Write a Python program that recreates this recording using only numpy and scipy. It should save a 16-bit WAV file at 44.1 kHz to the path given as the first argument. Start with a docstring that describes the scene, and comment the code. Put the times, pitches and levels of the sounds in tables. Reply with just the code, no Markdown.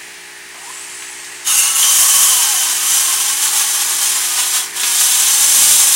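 """Mitre saw and air jet

A double-head mitre saw runs in a workshop: harmonics of the shaft speed hum, shaped noise is the blades' whirr.
Compressed air leaks as hiss and low rush, with clicks, a hollow hoot and gliding whistles of fluttering tone.
Then a full jet, one uneven flow of noise, blasts the machine bed and drives resonances of edges and slots.
The jet sweeps on, eases for a moment and comes back harder, its draught buffeting the microphone."""
import sys
import numpy as np
from scipy import signal
from scipy.fft import rfft, irfft, next_fast_len
from scipy.io import wavfile

SR = 44100
rng = np.random.default_rng(int(sys.argv[2]) if len(sys.argv) > 2 else 0)


def store_wav(level_fs):
    """Save 16-bit WAV to argv[1]."""
    pcm = np.round(np.clip(np.atleast_2d(level_fs), -1, 1) * 32767)
    wavfile.write(sys.argv[1], SR, pcm.T.astype(np.int16))


N = 262395
TIME = np.arange(N) / SR  # seconds
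HZ = np.maximum(np.arange(N // 2 + 1) * SR / N, 1)  # frequency of each spectrum bin

# Spectra below are relative: overall level is set where each sound is mixed.
MOTOR_HZ = 59.87
# motor hum harmonics: shaft_multiple, level_db
HUM_HARMONICS = [(1, -77), (2, -64), (3, -62), (5, -56.5), (6, -50.5), (7, -52.5), (14, -58), (16, -58)]
# motor loudness over time: time_s, gain_db
HUM_CURVE = [(0, -2.5), (1.4, -1), (2.3, -3), (2.8, 1), (3.5, 0), (4.6, 0), (5.95, 0.5)]
# colour of the blades spinning in air: freq_hz, density_db_per_hz
WHIRR_SPECTRUM = [(40, -17), (90, -20), (200, -16.5), (550, -15.5), (850, -9), (1380, -10.5), (1800, 1),
                  (2500, -3.5), (3400, -9), (7000, -9.5), (9700, -9), (11000, -17), (12300, -21.5),
                  (16000, -21)]
# blade loudness over time: time_s, level_db
WHIRR_CURVE = [(0, -33.5), (.2, -35.5), (.5, -35.5), (.8, -35), (1.4, -34.5), (4.7, -32), (5.95, -39)]

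# the half-open valve leaks until the jet takes over: the low rush comes at once, the hiss swells
LEAK_START_S, LEAK_END_S, LEAK_RELEASE_S, LEAK_SAG_DB_PER_S = 0.51, 1.6, 0.07, 4
LEAK_HISS_DB, LEAK_HISS_RISE_S, LEAK_RUSH_DB, LEAK_RUSH_RISE_S = -32, 0.2, -42, 0.03
# bright part of the leak: freq_hz, density_db_per_hz
LEAK_HISS_SPECTRUM = [(1500, -32), (2600, 1.5), (3600, -6.5), (5400, -3.5), (6300, -0.5), (7800, 3.5),
                      (9500, -2), (10500, -6), (12500, -14), (16000, -26)]
# low part of the leak: freq_hz, density_db_per_hz
LEAK_RUSH_SPECTRUM = [(300, -15), (550, -14), (800, -1.5), (1050, 0), (1400, -6), (2200, -7)]
# short clicks, spits of air and one soft thump: start_s, level_db, centre_hz
SNAP_EVENTS = [(.545, -34, 1207), (1.022, -27, 2690), (1.245, -31, 4020), (1.485, -32, 6500),
               (1.828, -14, 3190), (1.989, -32, 111), (4.833, -14, 3027)]
# air hooting across a hollow: start_s, peak_s, end_s, level_db, octave_below_db (against the hoot),
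# peak_pitch_hz, glide_before_hz_per_s, glide_after_hz_per_s
HOOT_EVENTS = [(0.561, 0.697, .79, -37, -22, 1014, 2900.5, 900),
               (1.403, 2.28, 2.69, -29.5, -17, 1112, 0, -1250)]
# whistles of air at the valve and on sharp edges: start_s, end_s, start_hz, end_hz, level_db
WHISTLE_GLIDES = [(.735, .875, 7250, 8750, -34), (.86, 1.25, 7400, 8350, -40), (1.1, 1.48, 8200, 8600, -43),
                  (.86, 1.18, 9200, 9800, -40), (.6, .92, 9380, 9500, -43), (.62, .82, 6800, 8300, -43),
                  (.85, 1.35, 6100, 6450, -45), (1.44, 1.95, 2240, 2050, -38),
                  (1.445, 1.57, 2995, 2965, -29), (1.445, 1.56, 3715, 3685, -31),
                  (1.56, 1.7, 2735, 2770, -22)]

# blasts of the jet: valve_opens_s, valve_shuts_s, splash_on_metal_db, roar_in_hollows_db
JET_BLASTS = [(1.43, 4.63, -22.5, -29.5), (4.72, 5.95, -21.5, -30)]
VALVE_RISE_S, VALVE_RELEASE_S = 0.05, 0.066
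# strength as the jet is swept about in the first blast: time_s, hiss_db
FIRST_SWEEP_CURVE = [(1.49, -14), (2.0, -11.5), (2.25, -10), (2.81, -18), (2.91, -13), (3.3, -17.5),
                     (3.6, -16), (4.3, -18), (4.57, -16.5), (4.64, -23)]
# strength as the jet is swept about in the second blast: time_s, hiss_db
SECOND_SWEEP_CURVE = [(4.77, -21.5), (5.016, -11.5), (5.272, -13), (5.654, -8.5), (5.95, -11)]
# the jet crosses machine parts, surging or slackening: time_s, hiss_gain_db, splash_and_roar_gain_db
JET_SURGES = [(1.59, 3, -3), (1.72, -2.5, -2.5), (1.84, 2, -1), (2.0, 2.5, -0.5), (2.45, -0.5, 2.5),
              (2.66, 0.5, 1.5), (3.45, 4, 0.5), (3.5, -3, 0.5), (3.57, 2, 1.5), (4.06, 2.5, 0.5),
              (4.39, 1, 3), (4.56, 2.5, 2.5)]
SURGE_S = 0.043
# splash, roar and draught follow the jet: dB per dB of strength above the usual
USUAL_JET_DB, SPLASH_FOLLOWS, ROAR_FOLLOWS, DRAUGHT_FOLLOWS = -14, 0.53, 0.38, 2.4
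# colour of the jet's hiss: freq_hz, density_db_per_hz
HISS_SPECTRUM = [(3500, -24), (5000, -12.5), (6000, -3), (7300, -0.5), (8000, -2), (8700, -1.5),
                 (10200, -2.5), (11400, -1.5), (12300, -12), (13200, -6.5), (14200, -13.5), (16000, -8.5)]
# colour of its splash on metal: freq_hz, density_db_per_hz
SPLASH_SPECTRUM = [(1000, -24), (1500, -6), (1800, -4), (2450, -1.5), (3100, 2), (3800, -0.5), (4700, -0.5),
                   (5600, 2), (7500, -17.5)]
# colour of its roar in hollows: freq_hz, density_db_per_hz
ROAR_SPECTRUM = [(140, -57), (300, -8.5), (520, -16), (680, -3.5), (830, 2.5), (1080, 6), (1260, 2),
                 (1380, 1), (1600, 3), (2400, -14)]
# resonances of the machine's hollows: freq_hz, width_hz, level_db
HOLLOW_RESONANCES = [(784, 60, -3.5), (966, 42, -0.5), (1090, 76, 0.5), (1220, 59, 1.5), (1482, 42, -4.5),
                     (1647, 57, -1.5)]
# tones of the jet on an edge: freq_hz, width_hz, level_db
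EDGE_RESONANCES = [(1320, 14, -9), (1485, 20, -11), (2732, 14, 0), (2911, 16, 0), (3680, 40, -11),
                   (4330, 35, -11), (6080, 50, -4), (6549, 26, 4), (7320, 60, -4), (8400, 60, -5),
                   (8770, 46, -3), (9025, 35, -1), (9743, 50, 2.5)]
# tones of the jet in a narrow slot: freq_hz, width_hz, level_db
SLOT_RESONANCES = [(2760, 60, -12), (3085, 80, 0), (4780, 20, -8), (5966, 45, 3), (6100, 35, -3),
                   (6510, 90, -1), (7185, 30, -2), (7340, 70, -3), (8342, 30, -1), (8832, 45, -1),
                   (9580, 45, -1), (9655, 35, -1)]
# broad resonances of the nozzle: freq_hz, width_hz, level_db
NOZZLE_RESONANCES = [(3270, 350, -4.5), (3820, 450, -3), (5120, 160, -4), (6120, 84, 5), (7526, 150, 4.5),
                     (7970, 60, -5), (8600, 220, 5.5), (8860, 73, -9), (9420, 130, 3), (10520, 48, 3),
                     (11000, 86, -21)]
# the jet rests on an edge and makes it ring: start_s, end_s, level_db (against the hiss)
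EDGE_RESTS = [(1.43, 1.56, -1), (1.56, 1.75, 1.5), (5.0, 5.7, -17)]
# the jet rests in a slot and makes it ring: start_s, end_s, level_db (against the hiss)
SLOT_RESTS = [(1.79, 1.88, 1.5), (1.88, 3.45, -6.5), (3.45, 5.65, -13)]
RING_RISE_S, RING_RELEASE_S = 0.043, 0.05
# nozzle ringing grows to this share against the hiss, then holds
NOZZLE_DB, NOZZLE_GROWTH_S = -4, 2.6
# colour of the draught on the microphone: freq_hz, density_db_per_hz
DRAUGHT_SPECTRUM = [(25, -1), (60, -2), (150, 0), (300, -7), (600, 0), (1200, -34)]
# the jet points near the microphone: start_s, end_s, level_db (at the usual jet strength)
DRAUGHT_PASSES = [(1.5, 2.3, -54.5), (4.98, 5.95, -52.5)]
DRAUGHT_RISE_S, DRAUGHT_RELEASE_S = 0.04, 0.04

# echoes from floor, machine bed and walls: delay_s, level_db
ROOM_ECHOES = [(.0047, -16.5), (.0083, -18), (0.0138, -16), (0.0177, -17), (.0263, -19.5), (0.038, -13.5)]
CUTOFF_HZ = 15800


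def from_db(db):
    """Decibels to gain."""
    return 10 ** (np.asarray(db) / 20)


def rms_one(x):
    """Scale to unit rms."""
    return x / np.sqrt(np.mean(x ** 2) + 1e-20)


def gain_curve(rows):
    """Draw a time and dB curve as a gain per sample."""
    times, levels_db = np.transpose(rows)
    return from_db(np.interp(TIME, times, levels_db))


def envelope(start, end, rise_s, release_s):
    """Rise from the start, hold until the end, then die away."""
    rise = np.clip((TIME - start) / rise_s, 0, 1)
    return rise * np.exp(-np.maximum(TIME - end, 0) / release_s)


def white():
    """White noise."""
    return rng.standard_normal(N)


def drift(rate_hz):
    """Random wandering with spread 1: smoothed noise at every eighth sample."""
    size = next_fast_len(N // 8 + 2)
    hz = np.arange(size // 2 + 1) * SR / (8 * size)
    spectrum = rfft(rng.standard_normal(size)) / (1 + (hz / rate_hz) ** 2)
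    slow = rms_one(irfft(spectrum, size))
    return np.interp(np.arange(N) / 8, np.arange(size), slow)


def coloured(x, spectrum):
    """Give x a broad spectrum that falls away beyond its ends; rms 1."""
    hz, db = np.transpose(spectrum)
    skirts = np.minimum(1, np.minimum(HZ / hz[0], hz[-1] / HZ)) ** 2
    colour = from_db(np.interp(np.log(HZ), np.log(hz), db))
    return rms_one(irfft(rfft(x) * skirts * colour, N))


def resonate(x, modes):
    """Drive parallel resonances of alternating sign with x; rms 1."""
    response = 0
    for k, (hz, width, db) in enumerate(modes):
        detuning = (HZ ** 2 - hz ** 2) / (HZ * width)
        response = response + (-1) ** k * from_db(db) / (1 + 1j * detuning)
    return rms_one(irfft(rfft(x) * response, N))


def rough_tone(hz, width_hz):
    """A tone on a moving pitch whose strength and phase flutter; rms about 1."""
    phase = 2 * np.pi * np.cumsum(hz) / SR
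    return drift(width_hz) * np.cos(phase) + drift(width_hz) * np.sin(phase)


def motors(wander=0.001, waver_db=0.75):
    """Harmonics of a slightly wandering shaft speed, each wavering a little in level."""
    turns = np.cumsum(MOTOR_HZ * (1 + wander * drift(2.6))) / SR
    hum = np.zeros(N)
    for multiple, db in HUM_HARMONICS:
        strength = from_db(db + waver_db * drift(8.1))
        hum += strength * np.sin(2 * np.pi * (multiple * turns + rng.random()))
    return np.sqrt(2) * hum * gain_curve(HUM_CURVE)


def idle_blades():
    """Teeth stir the air; their eddies favour one pitch."""
    whirr = from_db(1.0) * coloured(white(), WHIRR_SPECTRUM)
    eddies = from_db(-9.5) * resonate(white(), [(1780, 250, 0)])
    return gain_curve(WHIRR_CURVE) * (whirr + eddies)


def leak():
    """The first escaping air: a bright hiss over a low rush, slowly losing strength."""
    sag_db = LEAK_SAG_DB_PER_S * np.maximum(TIME - LEAK_START_S, 0)
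    hiss_shape = envelope(LEAK_START_S, LEAK_END_S, LEAK_HISS_RISE_S, LEAK_RELEASE_S)
    rush_shape = envelope(LEAK_START_S, LEAK_END_S, LEAK_RUSH_RISE_S, LEAK_RELEASE_S)
    hiss = from_db(LEAK_HISS_DB - sag_db) * hiss_shape * coloured(white(), LEAK_HISS_SPECTRUM)
    rush = from_db(LEAK_RUSH_DB - sag_db) * rush_shape * coloured(white(), LEAK_RUSH_SPECTRUM)
    return hiss + rush


def snaps(decay_s=0.015, relative_width=0.68):
    """Short bursts of broadly resonant noise that start abruptly and die at once."""
    out = np.zeros(N)
    for start, db, hz in SNAP_EVENTS:
        fade = (TIME >= start) * np.exp(-np.abs(TIME - start) / decay_s)
        out += from_db(db) * fade * resonate(white(), [(hz, hz * relative_width, 0)])
    return out


def hoot(width_hz=30, octave_width_hz=16):
    """A hollow blown in its second mode, the first faint an octave below; each swells, glides and fades."""
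    out = np.zeros(N)
    for start, peak, end, db, octave_db, hz, glide_in, glide_out in HOOT_EVENTS:
        swell = np.interp(TIME, [start, peak, end], [0, 1, 0])
        since_peak = np.clip(TIME, start, end) - peak
        pitch = hz + since_peak * np.where(since_peak < 0, glide_in, glide_out)
        octave_below = from_db(octave_db) * rough_tone(pitch / 2, octave_width_hz)
        out += from_db(db) * swell * (rough_tone(pitch, width_hz) + octave_below)
    return out


def whistles(width_hz=80):
    """Airy tones that swell, glide and fade."""
    out = np.zeros(N)
    for start, end, from_hz, to_hz, db in WHISTLE_GLIDES:
        progress = np.clip((TIME - start) / (end - start), 0, 1)
        swell = np.sqrt(np.abs(np.sin(np.pi * progress)))
        pitch = from_hz + (to_hz - from_hz) * progress
        out += from_db(db) * swell * rough_tone(pitch, width_hz)
    return out


def jet_levels():
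    """The valve gates the jet; its strength sets the gains of hiss, splash, roar and draught."""
    sweep = np.transpose([*FIRST_SWEEP_CURVE, *SECOND_SWEEP_CURVE])
    strength_db = np.interp(TIME, *sweep)
    impact_db = np.zeros(N)
    for time, hiss_db, hit_db in JET_SURGES:
        crossing = np.exp(-((TIME - time) / SURGE_S) ** 2)
        strength_db += hiss_db * crossing
        impact_db += hit_db * crossing
    above_db = strength_db - USUAL_JET_DB

    hiss, splash, roar, draught = np.zeros((4, N))
    for opens, shuts, splash_db, roar_db in JET_BLASTS:
        # squaring rounds the onset and halves the doubled release
        valve = envelope(opens, shuts, VALVE_RISE_S, 2 * VALVE_RELEASE_S) ** 2
        hiss += valve * from_db(strength_db)
        splash += valve * from_db(splash_db + impact_db + SPLASH_FOLLOWS * above_db)
        roar += valve * from_db(roar_db + impact_db + ROAR_FOLLOWS * above_db)
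    for start, end, db in DRAUGHT_PASSES:
        presence = envelope(start, end, DRAUGHT_RISE_S, DRAUGHT_RELEASE_S)
        draught += presence * from_db(db + DRAUGHT_FOLLOWS * above_db)
    return hiss, splash, roar, draught


def ringing_share(rests):
    """Ringing builds while the jet rests on a part and fades when it moves on."""
    shares = [from_db(db) * envelope(start, end, RING_RISE_S, RING_RELEASE_S) for start, end, db in rests]
    return np.max(shares, axis=0)


def turbulence(flutter_db=0.93, eddy_db=0.63):
    """The flow flutters slowly and jumps from eddy to eddy."""
    return rms_one(from_db(flutter_db * drift(23) + eddy_db * drift(480)))


def jet():
    """One uneven flow drives the hiss, the ringing, the splash, the roar and the draught."""
    hiss_gain, splash_gain, roar_gain, draught_gain = jet_levels()
    edge, slot = ringing_share(EDGE_RESTS), ringing_share(SLOT_RESTS)
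    nozzle = from_db(NOZZLE_DB) * np.clip((TIME - JET_BLASTS[0][0]) / NOZZLE_GROWTH_S, 0, 1)
    ringing = edge * resonate(white(), EDGE_RESONANCES)
    ringing += slot * resonate(white(), SLOT_RESONANCES)
    ringing += nozzle * resonate(white(), NOZZLE_RESONANCES)
    # the energy of the stream is shared between plain hiss and ringing
    share = np.sqrt(1 + edge ** 2 + slot ** 2 + nozzle ** 2)
    stream = from_db(0.62) * hiss_gain * (coloured(white(), HISS_SPECTRUM) + ringing) / share
    splash = splash_gain * coloured(white(), SPLASH_SPECTRUM)
    broad_roar = from_db(-2.5) * coloured(white(), ROAR_SPECTRUM)
    hollow_tones = from_db(-6.0) * resonate(white(), HOLLOW_RESONANCES)
    roar = roar_gain * (broad_roar + hollow_tones)
    draught = draught_gain * coloured(white(), DRAUGHT_SPECTRUM)
    return turbulence() * (stream + splash + roar + draught)


def swept(x, delay_s=0.0037, travel=0.0878, bounce_db=-8.5):
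    """The nozzle moves over the bed, so its reflection slides and the hiss phases."""
    delay = delay_s * (1 + travel * drift(0.798))
    bounce = from_db(bounce_db)
    reflection = bounce * np.interp(TIME - delay, TIME, x, left=0)
    return (x + reflection) / np.sqrt(1 + bounce ** 2)


def workshop(x, sway_s=0.00006):
    """Hard surfaces echo; the paths change slightly as the hand-held microphone sways."""
    out, energy = x.copy(), 1
    for delay, db in ROOM_ECHOES:
        arrival = TIME - delay - sway_s * drift(0.86)
        out += from_db(db) * np.interp(arrival, TIME, x, left=0)
        energy += from_db(db) ** 2
    return out / np.sqrt(energy)


def scene():
    """Tones stay dry, the noisy sources echo; one microphone feeds both channels alike."""
    tones = motors() + hoot() + whistles()
    noises = idle_blades() + leak() + snaps() + swept(jet())
    mono = tones + workshop(noises)
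    return np.stack([mono, mono])


def record(dry):
    """The highest peaks are rounded and the top is cut steeply."""
    rounded = dry / (1 + (dry / 0.85) ** 6) ** (1 / 6)
    lowpass = signal.ellip(10, 0.05, 55, CUTOFF_HZ, fs=SR, output="sos")
    return signal.sosfiltfilt(lowpass, rounded)


dry = scene()
out = record(dry)
store_wav(out)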